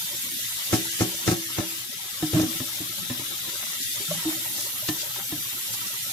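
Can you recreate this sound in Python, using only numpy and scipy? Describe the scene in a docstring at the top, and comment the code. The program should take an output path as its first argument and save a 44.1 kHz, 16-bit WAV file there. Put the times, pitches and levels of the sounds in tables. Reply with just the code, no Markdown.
"""Tap water runs onto dried beans in a steel colander held over a kitchen sink, close to the microphones.
From the start, droplet impacts, ringing bubbles and noise make the jet; run-off drums on basin modes.
Then the colander is shaken four times: its bumps excite modes of sink, foot and wall and rattle the beans.
Sliding beans are swishes of clicks, and short low plops are tones of a few cycles with rising pitch.
Later the colander is dragged round: knocks mingle with stick-slip judders of its foot as the water runs on."""
import sys
import numpy as np
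from scipy import signal
from scipy.fft import rfft, irfft
from scipy.io import wavfile
from scipy.ndimage import uniform_filter1d

SR = 44100
rng = np.random.default_rng(int(sys.argv[2]) if len(sys.argv) > 2 else 0)


def to_wav(s):
    """Save 16-bit WAV."""
    ch = np.atleast_2d(s).T  # columns
    pcm = np.round(np.clip(ch, -1, 1) * 32767)  # PCM
    wavfile.write(sys.argv[1], SR, pcm.astype(np.int16))


N = 269892
TIME = np.arange(N) / SR
HZ = np.fft.rfftfreq(N, 1 / SR)

# The jet on the beans, quietest while the colander is tipped away.
# Each row: time in seconds, splash level in dB, fine spray level in dB.
JET_LEVELS = [(0.0, -33, -35), (0.6, -32, -35.5), (0.82, -31, -36.5), (0.95, -30, -36), (1.08, -32.5, -36),
              (1.5, -34, -38.5), (1.72, -33.5, -37.5), (1.88, -36, -41), (2.12, -35.5, -39),
              (2.38, -33, -36.5), (2.75, -33.5, -36.5), (2.921, -34.5, -38.5), (3.45, -34, -38),
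              (3.85, -31, -36), (4.25, -31.5, -36), (4.6, -33.5, -33), (4.78, -34.5, -34.5),
              (5.25, -34.5, -36.5), (6.11, -32.5, -37)]
# Spectral colour of the running water. Each row: frequency in Hz, relative density in dB per Hz.
WATER_COLOUR = [(40, -21), (100, -15), (330, -10), (470, -22), (1100, -21.5), (1900, -6), (2300, -6),
                (2650, -3.5), (3600, -4), (6500, 0), (8700, 1), (10500, 8), (12800, 10), (14000, 7),
                (15000, 6), (15700, 6)]
# Air resonances of the bowl and its holes, added to that colour.
# Each row: frequency in Hz, width in Hz, height in dB.
BOWL_RESONANCES = [(455, 54, -6), (581, 110, 9), (680, 74, -11.5), (786, 49, 4.5), (960, 47, 5.5),
                   (1410, 31, 6.5), (1316, 42, 10), (1683, 45, 7), (2160, 130, 3), (3090, 130, 5),
                   (3555, 520, 4.5), (4130, 190, 3.5), (11700, 400, 3), (13140, 3700, 7.5)]
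# Water welling between the beans, fuller once the jet has dug a pool.
# Each row: time in seconds, mean level in dB.
GURGLE_LEVELS = [(0.0, -50), (0.6, -50), (1.3, -47), (1.9, -50), (2.4, -48.5), (3.5, -47), (4.2, -45),
                 (6.11, -47)]
# The jet wanders across the bowl. Each row: time in seconds, left minus right in dB.
JET_PAN = [(0.0, -1.2), (0.8, -0.5), (1.7, 0.3), (2.7, 1.5), (3.7, 0.5), (4.25, -0.5), (4.7, -1.5),
           (5.25, 0.2), (6.11, -2.2)]
# The jet sings on the steel when it strikes the wall beside the heap.
# Each row: time in seconds, mean level in dB.
WALL_SING_LEVELS = [(0.0, -47), (0.95, -44.5), (1.5, -57.5), (2.3, -44.5), (2.8, -45), (3.3, -40.5),
                    (3.9, -48), (4.4, -51), (6.11, -50)]
# Resonances of that singing. Each row: frequency in Hz, width in Hz, relative level in dB.
WALL_SING_PEAKS = [(3200, 210, -8), (3463, 170, 1), (3760, 110, 2.5), (3990, 58, 5)]
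# The froth sizzles higher once the jet stays in its pool. Each row: time in seconds, mean level in dB.
SIZZLE_LEVELS = [(0.0, -53), (1.5, -66), (3.0, -48), (4.3, -48), (4.8, -41), (5.3, -40.5), (6.11, -41)]
# Resonances of the sizzle. Each row: frequency in Hz, width in Hz, relative level in dB.
SIZZLE_PEAKS = [(11400, 300, -11), (12260, 580, 7), (12500, 640, 7)]
# Modes of the steel sink with the colander on it.
# Each row: frequency in Hz, relative level in dB, decay by 60 dB in seconds.
SINK_MODES = [(90, -7, 0.048), (120.6, 1, 0.17), (175, -9.5, 0.19), (188.2, -8.5, 0.31),
              (258.7, -3.5, 0.18), (315.3, -3, 0.19), (329, -12.5, 0.53), (355, -30, 0.39),
              (401, -16, 0.43), (558, -23.5, 0.34), (601, -16, 0.11), (640, -12.5, 0.14), (742, -10, 0.17),
              (874, -15, 0.15), (1117, -21, 0.22), (1205, -17, 0.075), (1310, -8.5, 0.09),
              (1610, -18.5, 0.15), (1803, -20, 0.09), (2150, -10.5, 0.079), (2410, -16, 0.11)]
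# Brief level dips between about 400 and 1400 Hz.
# Each row: time of the deepest point in seconds, half length in seconds, change in dB.
LEVEL_DIPS = [(0.348, 0.04, -12), (0.91, 0.018, -12), (1.385, 0.018, -11), (1.462, 0.025, -14),
              (3.87, 0.064, -28), (4.068, 0.014, -9), (5.995, 0.035, -8)]
# The colander bumps the sink. Each row: start in seconds, thud drive in dB, contact hardness (low-pass
# edge) in Hz, ring pitch of the foot in Hz, ring drive in dB, drive of the wall's clink in dB.
KNOCKS = [(0.729, -14.5, 2800, 319, -16, -24), (1.007, -15.5, 1700, 324, -19, -43),
          (1.017, -27, 500, 344, -18, -41), (1.277, -14.5, 2560, 293, -47, -23),
          (1.313, -20.5, 2040, 342, -12, -36), (1.584, -20.5, 1390, 309, -25, -31),
          (1.605, -33, 1500, 590, -23, -27), (2.225, -28.5, 1170, 310, -9, -25),
          (2.333, -21, 750, 188, -32, -35), (2.351, -26, 1000, 303, -19, -36),
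          (2.396, -21.5, 1300, 320, -27, -29), (2.432, -25.5, 895, 292, -25, -35),
          (2.549, -46, 600, 326, -24.5, -50), (2.602, -32, 619, 259, -19.5, -30),
          (2.804, -33.5, 383, 296, -24, -55), (2.895, -43.5, 500, 323, -37, -52),
          (3.1, -33.5, 1040, 249, -17, -25.5), (3.194, -37.5, 700, 280, -26, -32.5),
          (3.472, -42, 600, 328, -33.5, -41), (3.997, -40, 600, 398, -29, -36),
          (4.25, -37, 800, 311.5, -21.5, -36), (4.58, -43, 1200, 580, -31, -34.5),
          (4.887, -27, 1700, 305, -13.5, -20.5), (5.322, -33.5, 700, 299.5, -17.5, -29.5)]
# Modes of the colander's foot.
# Each row: multiple of its ring pitch, relative level in dB, decay by 60 dB in seconds.
FOOT_MODES = [(0.5, -1.5, 0.088), (1.001, 1, 0.11), (2.32, -10.5, 0.08)]
# Modes of the colander's thin wall, damped by wet beans.
# Each row: mean frequency in Hz, relative level in dB, decay by 60 dB in seconds.
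WALL_MODES = [(1030, -9.5, 0.12), (1263, -4.5, 0.051), (1580, -19, 0.045), (1750, -6, 0.15),
              (1900, -5, 0.066), (2230, -15, 0.037), (2810, -5, 0.037), (3040, -26, 0.022),
              (3750, 1, 0.051)]
# Colour of wet beans thrown against the steel. Each row: frequency in Hz, relative density in dB per Hz.
RATTLE_COLOUR = [(30, -24), (150, 20), (600, 12), (1000, 2), (1400, 6.5), (2500, 5.5), (4000, -2),
                 (6200, 9), (8500, -6), (15000, -4)]
# Beans slide over each other and the perforated steel.
# Each row: time of the peak in seconds, half length in seconds, centre in Hz, peak level in dB.
SLIDES = [(0.753, 0.032, 5870, -27.5), (1.022, 0.025, 5530, -30.5), (1.236, 0.013, 2170, -38),
          (1.283, 0.024, 4960, -28.5), (1.315, 0.018, 5800, -28), (2.419, 0.0053, 5800, -29),
          (3.83, 0.02, 5500, -30.5), (4.608, 0.073, 5900, -32.5), (4.889, 0.012, 4460, -27),
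          (5.006, 0.032, 4400, -31), (5.74, 0.015, 6000, -31.5), (5.874, 0.01, 5800, -32)]
# Short low plops: splashes ring the bowl for a few cycles.
# Each row: start in seconds, initial pitch in Hz, level in dB.
LOW_PLOPS = [(0.85, 880, -44), (4.075, 1400, -48), (4.11, 1110, -39), (4.31, 640, -41), (4.662, 564, -42.5),
             (4.824, 600, -38.5), (5.03, 588, -40)]
# The foot sticks and slips as it is dragged. Each row: start in seconds, length in seconds,
# mean slip rate at first in Hz, mean slip rate at last in Hz, drive in dB.
JUDDERS = [(2.278, 0.041, 321, 316, -33), (2.334, 0.041, 97, 200, -20), (2.348, 0.0097, 690, 640, -26),
           (2.361, 0.03, 298, 326, -16.5), (2.406, 0.03, 305, 327, -20.5), (2.455, 0.048, 273, 225, -35.5),
           (2.39, 0.008, 620, 628, -25), (4.081, 0.048, 151, 173, -32.5), (4.107, 0.0094, 516, 595, -20.5),
           (4.15, 0.048, 173, 171, -37.5), (4.256, 0.039, 302, 328, -23)]
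# Difference between the microphones. Each row: frequency in Hz, left minus right in dB.
BALANCE = [(100, 1), (300, -2), (650, 1.5), (1200, -1.5), (2600, 3), (5000, 3), (9000, 0.3), (13000, 2)]

# stronger and harder bumps throw more beans: level at a 0 dB thud of RATTLE_HARD_HZ, and its slopes
RATTLE_DB, RATTLE_HARD_HZ, RATTLE_DB_PER_DB, RATTLE_DB_PER_OCTAVE = -10.5, 980, 1, 1
# each contact first shoves the basin floor: time scale, and drive against the thud
SHOVE_S, SHOVE_DB = 0.00097, -9
# linear rise and exponential fall of every judder
JUDDER_ATTACK_S, JUDDER_RELEASE_S = 0.01, 0.0075
# beans chatter against the steel while the foot judders: level against its drive, and centre
CHATTER_DB, CHATTER_HZ = -20, 800
EDGE_HZ = 15600  # upper band limit


def gain_of(db):
    """Logarithmic level: decibels become an amplitude ratio."""
    return 10 ** (np.asarray(db) / 20)


def evened(x):
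    """Normalisation of mean power: scales to rms 1."""
    return x / np.sqrt(np.mean(x ** 2) + 1e-20)


def read(points):
    """Spectral interpolation: joins table points by straight lines on a log-frequency axis."""
    f, value = np.transpose(points)
    return np.interp(np.log(HZ + 1), np.log(f + 1), value)


def follow_points(points):
    """Linear interpolation: joins table points in time."""
    return np.interp(TIME, *np.transpose(points))


def shaped(x, gain):
    """Linear filtering: multiplies the spectrum of a full-length sound by a gain."""
    return irfft(rfft(x) * gain, N)


def softened(x, edge_hz):
    """Contact compliance: a soft contact leaves out the treble, as a second-order low-pass."""
    return signal.lfilter(*signal.butter(2, min(edge_hz, SR / 3), fs=SR), x)


def add(mix, s, sound):
    """Superposition: adds a sound into the mix at time s."""
    part = mix[max(round(s * SR), 0):][:len(sound)]
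    part += sound[:len(part)]


def waver(rate_hz):
    """Random fluctuation: low-passed noise of rms 1, mostly slower than rate_hz."""
    return evened(shaped(rng.standard_normal(N), 1 / (1 + (HZ / rate_hz) ** 2)))


def patter(per_s, spread_db):
    """Random impact process: two channels of tiny clicks with exponentially spread levels in dB."""
    size = gain_of(spread_db * np.minimum(rng.exponential(1, (2, N)), 5))
    sign = rng.choice([-1, 1], (2, N))
    struck = rng.random((2, N)) < per_s / SR
    return evened(size * sign * struck)


def clumped(clicks, depth_db=1.5):
    """Amplitude modulation: beans strike in small bunches a few milliseconds long."""
    return clicks * gain_of(depth_db * waver(rate_hz=160))


def swish(hz, width_octaves=1.0):
    """Band-limited impact noise: many small clicks in one band."""
    band = np.exp(-(np.log2((HZ + 1) / hz) / width_octaves) ** 2)
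    return evened(shaped(clumped(patter(per_s=4000, spread_db=-0.5)), band))


def sloshed(x, sway_s=0.0001, rate_hz=10):
    """Frequency modulation by varying delay: shifting water and beans make the steel's ring wander."""
    warped = TIME + sway_s * waver(rate_hz)
    return np.array([np.interp(warped, TIME, side) for side in x])


def reflections(x, t60, per_s):
    """Sparse reverberation: decaying echoes at random delays, different on each side."""
    t = TIME[:SR // 2]
    sign = rng.choice([-1, 1], (2, len(t)))
    taps = sign * (rng.random((2, len(t))) < per_s / SR) * gain_of(-60 * t / t60)
    taps = taps / np.linalg.norm(taps, axis=1, keepdims=True)
    return signal.oaconvolve(x, taps, axes=1)[:, :N]


def bubbles(low_hz, high_hz, per_s, cycles, glide, spread_db, count=32):
    """Bubble resonance: air pockets between the beans ring briefly, rising in pitch as they surface."""
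    out = np.zeros((2, N))
    for hz in np.geomspace(low_hz, high_hz, count) * rng.uniform(0.94, 1.04, count):
        # age counts decay constants, each lasting the given number of cycles
        age = np.arange(int(5 * cycles / hz * SR)) * hz / (cycles * SR)
        ping = np.exp(-age) * np.sin(2 * np.pi * cycles * age * (1 + glide * age))
        rung = signal.oaconvolve(patter(per_s, spread_db), ping[None], axes=1)[:, :N]
        out += np.sqrt(hz) * evened(rung)
    return evened(out)


def patches(span_s, width_hz, size):
    """Correlated randomness: a smooth field of rms 1, frequency bins by time frames."""
    field = rng.standard_normal((size // 2 + 1, N // (size // 4) + 8))
    frames, bins = span_s * SR * 4 / size, width_hz * size / SR
    for axis, reach in ((1, frames), (0, bins)) * 2:  # averaged twice each way
        field = uniform_filter1d(field, max(round(reach), 1), axis)
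    return evened(field)


def churned(x, low_db=7.0, high_db=3.0, knee_hz=1500, size=1024):
    """Time-varying filtering: as pockets fill and empty, narrow bands swell and fade, most in the bass."""
    overlap = size - size // 4
    hz, _, z = signal.stft(x, SR, nperseg=size, noverlap=overlap)
    depth = high_db + (low_db - high_db) / (1 + (hz / knee_hz) ** 4)
    field = np.minimum(patches(span_s=.03, width_hz=130, size=size), 1.4)
    swell = gain_of(depth[:, None] * field[:, :z.shape[-1]])
    swell /= np.sqrt(np.mean(swell ** 2, axis=1, keepdims=True))
    return signal.istft(z * swell, SR, nperseg=size, noverlap=overlap)[1][:, :N]


def jet(gurgle_hz=1300, spray_hz=8500):
    """Impact noise and bubble resonance: ticks, bubbles and hiss surge, coloured by the bowl."""
    s, splash_db, spray_db = np.transpose(JET_LEVELS)
    drops = patter(per_s=7000, spread_db=-0.5)
    froth = bubbles(low_hz=1207, high_hz=11900, per_s=35, cycles=7.4, glide=0.011, spread_db=2.5)
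    hiss = rng.standard_normal((2, N))
    water = drops + gain_of(-10.5) * froth + gain_of(-3.5) * hiss
    # the jet lands a little to the left: a faint copy of the left reaches the right 9 samples later
    water[1, 9:] += .13 * water[0, :-9]
    # the bowl's walls echo it
    echoes = softened(reflections(water, t60=.1, per_s=3000), 2500)
    water = churned(water + gain_of(-3) * echoes)

    bowl_db = sum(db / (1 + (2 * (HZ - hz) / width) ** 2) for hz, width, db in BOWL_RESONANCES)
    colour = gain_of(read(WATER_COLOUR) + bowl_db)
    low = 1 / (1 + (HZ / gurgle_hz) ** 12)
    high = 1 - 1 / (1 + (HZ / spray_hz) ** 8)
    surge = waver(rate_hz=15.0)  # shared by splash and spray

    # larger air pockets sound one by one between the beans
    pockets = bubbles(low_hz=481, high_hz=1548, per_s=7, cycles=8.3, glide=0.015, spread_db=1.3, count=16)
    welling = evened(shaped(water, colour * low)) + gain_of(-2.5) * evened(shaped(pockets, colour * low))
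    gurgle = evened(churned(welling, low_db=7.0))
    gurgle = gurgle * gain_of(follow_points(GURGLE_LEVELS) + 1.1 * waver(rate_hz=9.7))
    splash = evened(shaped(water, colour * (1 - low - high)))
    splash = splash * gain_of(np.interp(TIME, s, splash_db) + 0.31 * surge)
    spray = evened(shaped(water, colour * high))
    spray = spray * gain_of(np.interp(TIME, s, spray_db) + 0.5 * surge)
    return gurgle + splash + spray


def splats(level_db=-55, per_s=24, fade_s=0.012, centre_hz=1250):
    """Impulsive noise bursts: blobs of water slap the beans, sudden, short and of uneven size."""
    starts = np.abs(patter(per_s=per_s, spread_db=3.8)[0])
    fading = signal.lfilter([1], [1, -np.exp(-1 / (fade_s * SR))], starts)
    envelope = evened(fading)
    s, gurgle_db = np.transpose(GURGLE_LEVELS)
    course_db = level_db + np.interp(TIME, s, gurgle_db - gurgle_db.mean())
    return gain_of(course_db) * envelope * swish(centre_hz, width_octaves=1.3)


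def singing(levels, peaks, flutter_db=0.5):
    """Resonance under random excitation: droplets keep peaks ringing that drift as the water shifts."""
    gain = sum(gain_of(db) / (1 + (2 * (HZ - hz) / width) ** 2) for hz, width, db in peaks)
    excited = shaped(patter(per_s=3500, spread_db=0.5), gain)
    ring = sloshed(excited, sway_s=0.000198, rate_hz=3.64)
    return evened(ring) * gain_of(follow_points(levels) + flutter_db * waver(rate_hz=24))


def sink(force, apart_hz=650):
    """Modal superposition: basin modes swell within a cycle, the higher ones out of step at the sides."""
    t, ring = TIME[:SR], 0
    for hz, db, t60 in SINK_MODES:
        skew = np.array([[1], [-1]]) * np.pi / 4 * min((hz / apart_hz) ** 2, 1)
        swell = 1 - np.exp(-2 * t * hz)
        ring = ring + gain_of(db - 60 * t / t60) * swell * np.sin(2 * np.pi * hz * t + skew)
    return signal.oaconvolve(force[None], ring, axes=1)[:, :N]


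def runoff(level_db=-55, soft_hz=170, follow=0.96, wobble_db=3.5):
    """Forced modal vibration: uneven strands drum on the basin, harder when the jet splashes more."""
    s, splash_db, _ = np.transpose(JET_LEVELS)
    flow_db = follow * np.interp(TIME, s, splash_db - splash_db.mean()) + wobble_db * waver(rate_hz=54)
    drips = patter(per_s=310, spread_db=3.5)[0] * gain_of(flow_db)
    return gain_of(level_db) * evened(sink(softened(drips, soft_hz)))


def dipped(x, centre_hz=780, octaves=0.95):
    """Time-varying band rejection: the level dips briefly between about 400 and 1400 Hz."""
    dip_db = sum(db * np.exp(-((TIME - s) / half) ** 4) for s, half, db in LEVEL_DIPS)
    band = np.exp(-(np.log2((HZ + 1) / centre_hz) / octaves) ** 6)
    return x - (1 - gain_of(dip_db)) * shaped(x, band)


def clink(detune=0.0093, apart=0.94):
    """Modal decay: the wall's short ring varies with each strike in pitch, and by side in phase."""
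    t, ring = TIME[:SR // 8], 0
    for (hz, db, t60), chance in zip(WALL_MODES, rng.standard_normal((len(WALL_MODES), 3))):
        pitch_hz = hz * (1 + detune * chance[0])
        phase = apart * chance[1:, None]  # radians, one for each side
        ring = ring + gain_of(db - 60 * t / t60) * np.sin(2 * np.pi * pitch_hz * t + phase)
    return ring / 2


def knocks(ring_rise=0.019, lag=0.0016, lead=0.011, settle=0.031,
           rebound_s=0.0143, rebound_db=-5, rebound_hz=160, shove_lag=0.0011):
    """Impact excitation: bumps shove and thud the sink, ring foot and wall, and throw beans."""
    force, foot, shake, shove = np.zeros((4, N))
    clinks, t = np.zeros((2, N)), TIME[:SR // 2]
    tap = signal.unit_impulse(len(t))
    u = (t - shove_lag) / SHOVE_S
    push = 2 * u * np.exp(1 - u ** 2) * np.minimum(t / SHOVE_S, 1)
    for s, thud_db, hard_hz, ring_hz, ring_db, clink_db in KNOCKS:
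        add(force, s, gain_of(thud_db) * softened(tap, hard_hz))
        add(shove, s, gain_of(thud_db + SHOVE_DB) * push)
        # the wet mass of beans swings back a moment later, softly
        add(force, s + rebound_s, -gain_of(thud_db + rebound_db) * softened(tap, rebound_hz))
        ring = sum(gain_of(db - 60 * t / t60) * np.sin(2 * np.pi * multiple * ring_hz * t)
                   for multiple, db, t60 in FOOT_MODES)
        add(foot, s, gain_of(ring_db) * (1 - np.exp(-t / ring_rise)) * ring)
        for side, sound in zip(clinks, clink()):
            add(side, s, gain_of(clink_db) * sound)
        # the beans' rattle grows up to a peak just after the bump, then settles
        hardness_db = RATTLE_DB_PER_OCTAVE * np.log2(hard_hz / RATTLE_HARD_HZ)
        power = gain_of(RATTLE_DB + RATTLE_DB_PER_DB * thud_db + hardness_db) ** 2
        shake += power * np.exp(-2 * np.maximum((s + lag - TIME) / lead, (TIME - s - lag) / settle))
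    clicks = clumped(patter(per_s=2500, spread_db=3.0))
    beans = evened(shaped(clicks, gain_of(read(RATTLE_COLOUR))))
    return sloshed(sink(force) + foot) + shove + clinks + np.sqrt(shake) * beans


def slides():
    """Granular friction: brief swishes of sliding beans, several with the shakes and bumps."""
    return sum(gain_of(db) * np.exp(-((TIME - s) / half) ** 2) * swish(hz) for s, half, hz, db in SLIDES)


def low_plops(swell_s=0.0046, glide=0.98):
    """Transient resonance: splashes ring the bowl for a few cycles, the pitch rising slightly."""
    out, t = np.zeros(N), TIME[:SR // 10]
    envelope = t / swell_s * np.exp(1 - t / swell_s)
    for s, hz, db in LOW_PLOPS:
        add(out, s, gain_of(db) * envelope * np.sin(2 * np.pi * hz * t * (1 + glide * t)))
    return out


def judders(overtone_db=-27, rough_db=0.5, basin_db=-55, sag_db_per_s=20):
    """Stick-slip friction: short unsteady groans shake the beans and leave the basin ringing."""
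    groan, drag, t = np.zeros(N), np.zeros(N), TIME[:SR // 2]
    pitch = 1 + .015 * waver(rate_hz=80)
    for s, length, first_hz, last_hz, db in JUDDERS:
        hz = np.interp(t, [0, length], [first_hz, last_hz])
        turn = 2 * np.pi * np.cumsum(hz * pitch[int(s * SR):][:len(t)]) / SR
        # each harmonic is weaker than the last by overtone_db
        slip = sum(gain_of(overtone_db * k) * np.sin((k + 1) * turn) for k in range(4))
        after = np.maximum(t - length, 0)
        release = np.exp(-after / JUDDER_RELEASE_S)
        level = gain_of(db - sag_db_per_s * t) * np.minimum(t / JUDDER_ATTACK_S, 1) * release
        add(groan, s, level * slip)
        add(drag, s, level)
    groan = groan * gain_of(rough_db * waver(rate_hz=250))
    basin = gain_of(basin_db) * sloshed(sink(groan))
    chatter = gain_of(CHATTER_DB) * drag * swish(CHATTER_HZ, width_octaves=3.4)
    return groan + basin + chatter


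def scene():
    """Superposition of sources: water and handling noises in a small kitchen."""
    handling = knocks() + judders()
    room = gain_of(-14.5) * reflections(handling, t60=0.29, per_s=3500)
    wall_song = singing(WALL_SING_LEVELS, WALL_SING_PEAKS)
    sizzle = singing(SIZZLE_LEVELS, SIZZLE_PEAKS)
    water = jet() + splats() + wall_song + sizzle
    water = water * gain_of(np.array([[.5], [-.5]]) * follow_points(JET_PAN))
    return dipped(water + runoff()) + low_plops() + slides() + handling + room


def record(dry, low_cut_hz=56):
    """Transducer response: two microphones differ in colour, lose the deep bass and are band-limited."""
    heard = shaped(dry, gain_of(np.array([[.5], [-.5]]) * read(BALANCE)))
    heard = signal.sosfilt(signal.butter(2, low_cut_hz, "high", fs=SR, output="sos"), heard)
    band_limit = signal.firwin(511, EDGE_HZ, window=("kaiser", 9), fs=SR)
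    return signal.oaconvolve(heard, band_limit[None], "same")


dry = scene()
out = record(dry)
to_wav(out)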